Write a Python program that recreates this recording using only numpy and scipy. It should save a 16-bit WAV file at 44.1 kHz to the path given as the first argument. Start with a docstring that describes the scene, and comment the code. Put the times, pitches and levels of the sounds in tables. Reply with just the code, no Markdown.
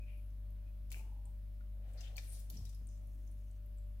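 """Half a lemon is squeezed by hand over a plate of prawns, close-miked in a quiet kitchen.
Juice cells burst in sharp spits, air and juice fizz through the pulp, and air pockets pop.
Fingers rub the peel and small drops tick on the food; a soft handling rumble and a thin trickle
follow the hardest squeeze. An appliance motor hums throughout over faint room tone."""
import sys
import numpy as np
from scipy import signal
from scipy.fft import rfft, irfft
from scipy.io import wavfile
from scipy.ndimage import uniform_filter1d

SR = 44100
rng = np.random.default_rng(int(sys.argv[2]) if len(sys.argv) > 2 else 0)


def log_audio(samples):
    """Write samples as a 16-bit WAV file to the path given in sys.argv[1]."""
    # one column per channel
    frames = np.atleast_2d(samples).T
    # limit to full scale, then quantise
    limited = np.clip(frames, -1, 1)
    pcm = np.round(limited * 32767).astype(np.int16)
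    wavfile.write(sys.argv[1], SR, pcm)


N = 176400


def amp(db):
    """Decibels to gain."""
    return 10 ** (np.asarray(db) / 20)


def unit(x):
    """Scales to rms 1."""
    return x / np.sqrt(np.mean(x ** 2) + 1e-20)


def curve_at(points, hz):
    """Reads a breakpoint curve on a log-frequency axis."""
    point_hz, value = np.transpose(points)
    return np.interp(np.log(hz + 1), np.log(point_hz + 1), value)


def add(mix, start_s, sound, pan_db=0):
    """Places a sound in the mix; positive pan_db leans left."""
    at = round(start_s * SR)
    sound = (sound * amp([[pan_db / 2], [-pan_db / 2]]))[:, max(-at, 0):]
    part = mix[:, max(at, 0):][:, :sound.shape[1]]
    part += sound[:, :part.shape[1]]


def drift(size, step_s):
    """A random modulator that glides to a new value each step."""
    steps = np.arange(size) / SR / step_s
    return np.interp(steps, np.arange(2048), rng.standard_normal(2048))


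def stereo(x, likeness=0.24):
    """Blends two unrelated noises into a partly alike left and right."""
    return np.array([x[0], likeness * x[0] + np.sqrt(1 - likeness ** 2) * x[1]])


def resonate(x, centre_hz, width_oct, skirt_db):
    """A resonant peak on a broad skirt that reaches further upward; output at rms 1."""
    hz = np.fft.rfftfreq(x.shape[1], 1 / SR) + 1
    offset_oct = np.log2(hz / centre_hz)
    skirt_oct = np.where(offset_oct > 0, 1.57, 1)
    peak = np.exp(-0.5 * (offset_oct / width_oct) ** 2)
    skirt = amp(skirt_db) * np.exp(-0.5 * (offset_oct / skirt_oct) ** 2)
    return unit(irfft(rfft(x) * (peak + skirt), x.shape[1]))


def spit(centre_hz, width_oct, skirt_db, rise_s, decay_s):
    """A tiny spray of resonant noise: sharp attack, quick decay."""
    t = np.arange(4096) / SR
    envelope = (1 - np.exp(-t / rise_s)) * np.exp(-t / decay_s)
    noise = stereo(rng.standard_normal((2, len(t))))
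    return envelope / envelope.max() * resonate(noise, centre_hz, width_oct, skirt_db)


def swell(length_s, skew=1):
    """An arched envelope; skew below 1 brings the crest earlier."""
    return np.sin(np.pi * np.linspace(0, 1, round(length_s * SR)) ** skew)


def motor_hum(shaft_hz=49.37, wander=0.0006, waver_db=0.82):
    """Harmonics of one slightly wandering shaft speed; the upper ones waver more in level."""
    # Hum partials: harmonic, level_db, pan_db
    partials = [(1, -45, 2.06), (2, -60.5, -1.6), (3, -82.5, 8.5), (4, -75, 9.5), (5, -86.5, -12.5),
                (6, -89, -1.5), (12, -81, 4), (13, -92, 8), (14, -96, 11.5)]
    turns = np.cumsum(shaft_hz * (1 + wander * drift(N, step_s=0.312))) / SR
    out = np.zeros((2, N))
    for harmonic, level_db, pan_db in partials:
        level = amp(level_db + waver_db * np.sqrt(harmonic) * drift(N, step_s=0.16))
        tone = np.sqrt(2) * np.cos(2 * np.pi * (harmonic * turns + rng.random()))
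        add(out, 0, level * tone, pan_db)
    return out


def room_tone(level_db=-63.5, patch_db=1.0, pan_db=1.2):
    """Room rumble and faint hiss, with patches of the spectrum drifting in level."""
    # Tone colour of the room: frequency_hz, relative_db
    colour = [(20, -0.5), (45, 5.5), (70, 8), (120, 0), (170, -6), (290, -8.5), (440, -20), (600, -15),
              (760, -22.5), (1100, -24), (3000, -27), (7400, -35), (12000, -27.5), (16000, -30)]
    # How alike left and right are: frequency_hz, likeness (0 to 1)
    image = [(30, 1), (120, 0.35), (300, 0.73), (600, 0.17), (1500, 0.1), (5000, 0.1), (15000, 0.1)]
    hz = np.fft.rfftfreq(2048, 1 / SR)[:, None]
    re_a, im_a, re_b, im_b, patches = rng.standard_normal((N // 512 + 5, len(hz), 5)).T
    patches = uniform_filter1d(patches, size=12, axis=0)  # smooth across frequency
    patches = unit(uniform_filter1d(patches, size=8, axis=1))  # then across time
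    spectra = stereo([re_a + 1j * im_a, re_b + 1j * im_b], curve_at(image, hz))
    spectra *= amp(curve_at(colour, hz) + patch_db * patches)
    wash = signal.istft(spectra, nperseg=2048, noverlap=1536)[1][:, :N]
    return amp(level_db) * unit(wash) * amp([[pan_db / 2], [-pan_db / 2]])


def finger_rubs(flutter_db=2.5):
    """Fingers rub and squeak softly on the peel in fluttering swells."""
    # Strokes on the peel: start_s, length_s, level_db, centre_hz, width_oct, pan_db
    strokes = [(-.08, .33, -72.5, 2464, 0.063, 4.5), (-.05, 0.16, -74, 620, 0.097, 0),
               (0.658, 0.057, -76, 2530, 0.036, 5), (0.902, 0.23, -70.5, 440, 1, -1),
               (.96, 0.08, -72.5, 884, 0.032, -17), (0.978, 0.42, -79.5, 876, 0.14, -13.5),
               (1.723, 0.84, -70.5, 586, 0.29, -1), (1.948, 0.21, -77, 1680, 0.44, 15),
               (2.15, 0.055, -66, 700, 0.26, -9), (2.489, 0.058, -70.5, 367, 0.85, 5),
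               (2.976, 0.15, -76.5, 574, 0.38, -1), (3.181, 0.18, -74, 302, 0.27, -3)]
    out = np.zeros((2, N))
    for start_s, length_s, level_db, centre_hz, width_oct, pan_db in strokes:
        friction = stereo(rng.standard_normal((2, SR)), likeness=0.42)
        rub = resonate(friction, centre_hz, width_oct, skirt_db=-30)
        envelope = swell(length_s, skew=0.69)
        envelope *= amp(level_db + flutter_db * drift(len(envelope), step_s=0.013))
        add(out, start_s, envelope * rub[:, :len(envelope)], pan_db)
    return out


def pulp_fizz(clicks_per_s=3200, spread_db=2.6, fizz_gain=0.99, clump_db=2.4):
    """Air and juice forced through the pulp: clumped micro-clicks and fizz swell with each press."""
    # Squishes: start_s, length_s, level_db, centre_hz, width_oct, pan_db
    squishes = [(.06, .12, -73.5, 2470, 0.24, 6.5), (.08, 0.25, -83, 11100, 0.17, 15),
                (0.915, 0.12, -66, 8900, 1, 2), (0.928, 0.093, -71, 2470, 0.17, 20),
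                (1.799, 0.63, -77, 1810, 0.88, 4), (1.849, 0.39, -77, 10700, 0.75, 3),
                (1.968, .07, -69, 4640, 0.31, 4), (2.028, 0.073, -66.5, 3060, 0.26, 10.5),
                (1.992, 0.14, -70.5, 4350, .7, 4), (2.172, 0.14, -74, 4530, 0.89, 16),
                (2.193, 0.28, -66, 10500, 0.3, 0), (2.269, 0.12, -66, 9400, 0.14, 14.5),
                (2.288, 0.17, -69, 5400, .5, -0.5), (2.19, 0.35, -77, 2250, 0.7, 6),
                (2.515, .07, -67.5, 4650, 0.89, 6.5), (2.506, .17, -88, 11200, 0.3, 1),
                (2.556, 0.25, -74, 5150, 1, 8.5), (2.887, .1, -77.5, 5930, 0.21, -4),
                (2.948, 0.63, -83, 11200, 0.86, 6)]
    out = np.zeros((2, N))
    for start_s, length_s, level_db, centre_hz, width_oct, pan_db in squishes:
        hits = rng.random(SR) < clicks_per_s / SR
        strength = amp(spread_db * np.minimum(rng.exponential(1, SR), 4))
        clicks = unit(hits * strength * rng.choice([-1, 1], (2, SR)))
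        fizz = fizz_gain * rng.standard_normal((2, SR))
        clumps = amp(clump_db * drift(SR, step_s=0.011))
        squish = resonate(stereo((clicks + fizz) * clumps), centre_hz, width_oct, skirt_db=-31.5)
        envelope = amp(level_db) * swell(length_s, skew=0.63)
        add(out, start_s, envelope * squish[:, :len(envelope)], pan_db)
    return out


def drop_ticks():
    """Single small drops tick on the food."""
    # Drops landing: start_s, level_db, centre_hz, pan_db
    landings = [(.304, -75.5, 5850, -5), (0.504, -68, 12000, 2), (.678, -77, 2350, 3),
                (1.2547, -64, 8360, 14), (1.876, -78, 3380, 2), (1.935, -71, 8300, 18),
                (2.7482, -58.5, 11300, -2), (2.748, -62.5, 5400, -9), (2.8704, -62, 8800, 20),
                (2.8893, -65.5, 6540, 12), (2.9754, -68, 7000, 10), (3.0246, -75, 12900, 2),
                (3.071, -64, 11300, 0), (3.149, -77, 8700, 17), (3.2755, -65, 6290, -1),
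                (3.314, -65.5, 9700, 4), (3.512, -72.5, 8100, 18), (3.66, -63, 12100, 0),
                (3.773, -74, 8400, 14), (3.7838, -70, 8000, 13)]
    out = np.zeros((2, N))
    for start_s, level_db, centre_hz, pan_db in landings:
        tick = spit(centre_hz, width_oct=0.14, skirt_db=-23, rise_s=0.00027, decay_s=0.0018)
        add(out, start_s, amp(level_db) * tick, pan_db)
    return out


def juice_bursts():
    """Juice cells burst under the fingers, each with a sharp spit."""
    # Bursting cells: start_s, level_db, decay_s, centre_hz, width_oct, skirt_db, pan_db
    cells = [(0.9034, -63, 0.0089, 5800, 1, -16, 10), (.9168, -48, 0.0048, 12200, 0.89, 5, 5),
             (.917, -50, 0.002, 2610, 0.13, -12, 9), (0.9243, -50, 0.0027, 4960, 0.67, -6, 8),
             (1.6071, -65.5, .002, 1250, 0.36, -15, -5), (2.007, -55, 0.0078, 5900, 0.3, -12, 2),
             (2.1671, -44.5, 0.002, 6460, 0.076, 3, 1), (2.1805, -47, 0.0048, 4400, 0.45, -13, 4),
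             (2.181, -52.5, 0.0028, 1820, 0.24, -12, 5.5), (2.3304, -56, 0.0055, 9100, 0.12, -11, 11),
             (2.395, -61.5, 0.0018, 12200, 0.33, -11, 21), (2.4008, -57, 0.0046, 10000, 0.58, -9, 5),
             (2.497, -64, 0.0036, 9200, 0.68, -12, 0), (2.5, -43.5, 0.0021, 11900, 0.16, -9, -1),
             (2.501, -52, 0.0022, 4670, 0.39, -14, 1.5), (2.5684, -58, 0.012, 5300, .15, -15, 0.5),
             (2.6527, -54.5, .003, 5400, 0.13, -5, 3), (2.6916, -62.5, .008, 6900, .6, -12, 6)]
    out = np.zeros((2, N))
    for start_s, level_db, decay_s, centre_hz, width_oct, skirt_db, pan_db in cells:
        burst = spit(centre_hz, width_oct, skirt_db, rise_s=0.00015, decay_s=decay_s)
        add(out, start_s, amp(level_db) * burst, pan_db)
    return out


def bubble_pops(glide=0.068, rasp_gain=0.14):
    """Air pockets in the pulp pop and ring briefly, rising slightly in pitch."""
    # Air pockets: start_s, level_db, pitch_hz, length_s, pan_db
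    pockets = [(.9432, -44, 2500, 0.0037, 4), (0.9434, -62, 1680, 0.0042, 16), (1.256, -84, 8160, 0.023, 9),
               (1.605, -67.5, 1400, 0.0087, 11), (1.985, -60, 4460, 0.0092, 7),
               (2.006, -62, 2780, 0.016, 10), (2.053, -57, 3300, 0.0046, 8),
               (2.158, -55, 4420, 0.0088, 6.5), (2.1784, -43, 2395, 0.0057, 10.5),
               (2.568, -60, 5660, 0.013, -11), (2.655, -71.5, 3870, .03, 19)]
    out = np.zeros((2, N))
    for start_s, level_db, pitch_hz, length_s, pan_db in pockets:
        envelope = amp(level_db) * swell(length_s)
        rising_hz = pitch_hz * (1 + glide * np.linspace(-0.5, 0.5, len(envelope)))
        tone = np.sin(2 * np.pi * np.cumsum(rising_hz) / SR)
        rasp = resonate(rng.standard_normal((2, SR // 10)), pitch_hz, width_oct=0.27, skirt_db=-16)
        add(out, start_s, envelope * (tone + rasp_gain * rasp[:, :len(tone)]), pan_db)
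    return out


def handling_rumble():
    """Soft low bumps, nearly mono, as the hand shifts."""
    # Handling bumps: start_s, length_s, level_db, centre_hz
    bumps = [(2.5, 0.13, -61, 190), (2.54, 0.13, -51, 93), (2.62, 0.13, -61, 128), (2.8, 0.038, -54, 117)]
    out = np.zeros((2, N))
    for start_s, length_s, level_db, centre_hz in bumps:
        noise = stereo(rng.standard_normal((2, SR)), likeness=0.97)
        thud = resonate(noise, centre_hz, width_oct=0.4, skirt_db=-22.5)
        envelope = amp(level_db) * swell(length_s)
        add(out, start_s, envelope * thud[:, :len(envelope)], pan_db=0.5)
    return out


def trickle(count=133, around_s=3.19, spread_s=0.39, level_db=-79.5, pitch_hz=6340, decay_s=0.0024):
    """A thin trickle on the food: faint pings from droplets of nearly one size."""
    out = np.zeros((2, N))
    t = np.arange(1024) / SR
    for when, offset_db, detune, side in rng.uniform(-1.1, 1, (count, 4)):
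        ping = np.sin(2 * np.pi * pitch_hz * (1 + 0.11 * detune) * t) * np.exp(-t / decay_s)
        add(out, around_s + spread_s * when, amp(level_db + offset_db) * ping, pan_db=5.6 * side)
    return out


def kitchen_reverb(x, early_db=-3.5, early_decay_s=0.0064, echoes_per_s=1500, tail_db=-4.5, cross=0.17):
    """Early reflections from plate and table, then a short bright tail."""
    # Reverb time of the kitchen: frequency_hz, t60_s
    decay_times = [(200, 0.54), (2500, 0.43), (7000, 0.52), (15000, 0.43)]
    hz, frame_s, spectra = signal.stft(rng.standard_normal((2, SR // 2)), SR, nperseg=256)
    decay = amp(-60 * frame_s / curve_at(decay_times, hz)[:, None])
    tail = signal.istft(spectra * decay, SR, nperseg=256)[1]
    t = np.arange(tail.shape[1]) / SR
    tail *= np.minimum(t / 0.013, 1)  # 13 ms fade-in
    early = rng.standard_normal(tail.shape) * (rng.random(tail.shape) < echoes_per_s / SR)
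    early *= np.exp(-t / early_decay_s) * (t > 0.001)  # silent for the first 1 ms
    response = sum(amp(db) * part / np.linalg.norm(part, axis=1, keepdims=True)
                   for db, part in [(tail_db, tail), (early_db, early)])
    send = (1 - cross) * x + cross * x[::-1]  # the walls return some of each side to the other
    return signal.fftconvolve(send, response, axes=1)[:, :N]


def spaced_mics(x, lag_s=0.00014):
    """The right microphone hears the lemon slightly later than the left."""
    delay = np.exp(-2j * np.pi * np.fft.rfftfreq(N, 1 / SR) * lag_s)
    return np.array([x[0], irfft(rfft(x[1]) * delay, N)])


def scene():
    """Close juice sounds and their reverb over a bed of hum, room tone and hand noise."""
    bed = motor_hum() + room_tone() + handling_rumble() + finger_rubs()
    juice = juice_bursts() + pulp_fizz() + drop_ticks()
    pops = bubble_pops()
    reverb = kitchen_reverb(juice + amp(-9) * pops)
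    return spaced_mics(juice + pops) + reverb + trickle() + bed


def record(dry):
    """A steep low-pass trims the very top of the treble."""
    lowpass = signal.firwin(511, cutoff=15900, window=("kaiser", 9), fs=SR)
    return signal.oaconvolve(dry, lowpass[None], "same")


dry = scene()
out = record(dry)
log_audio(out)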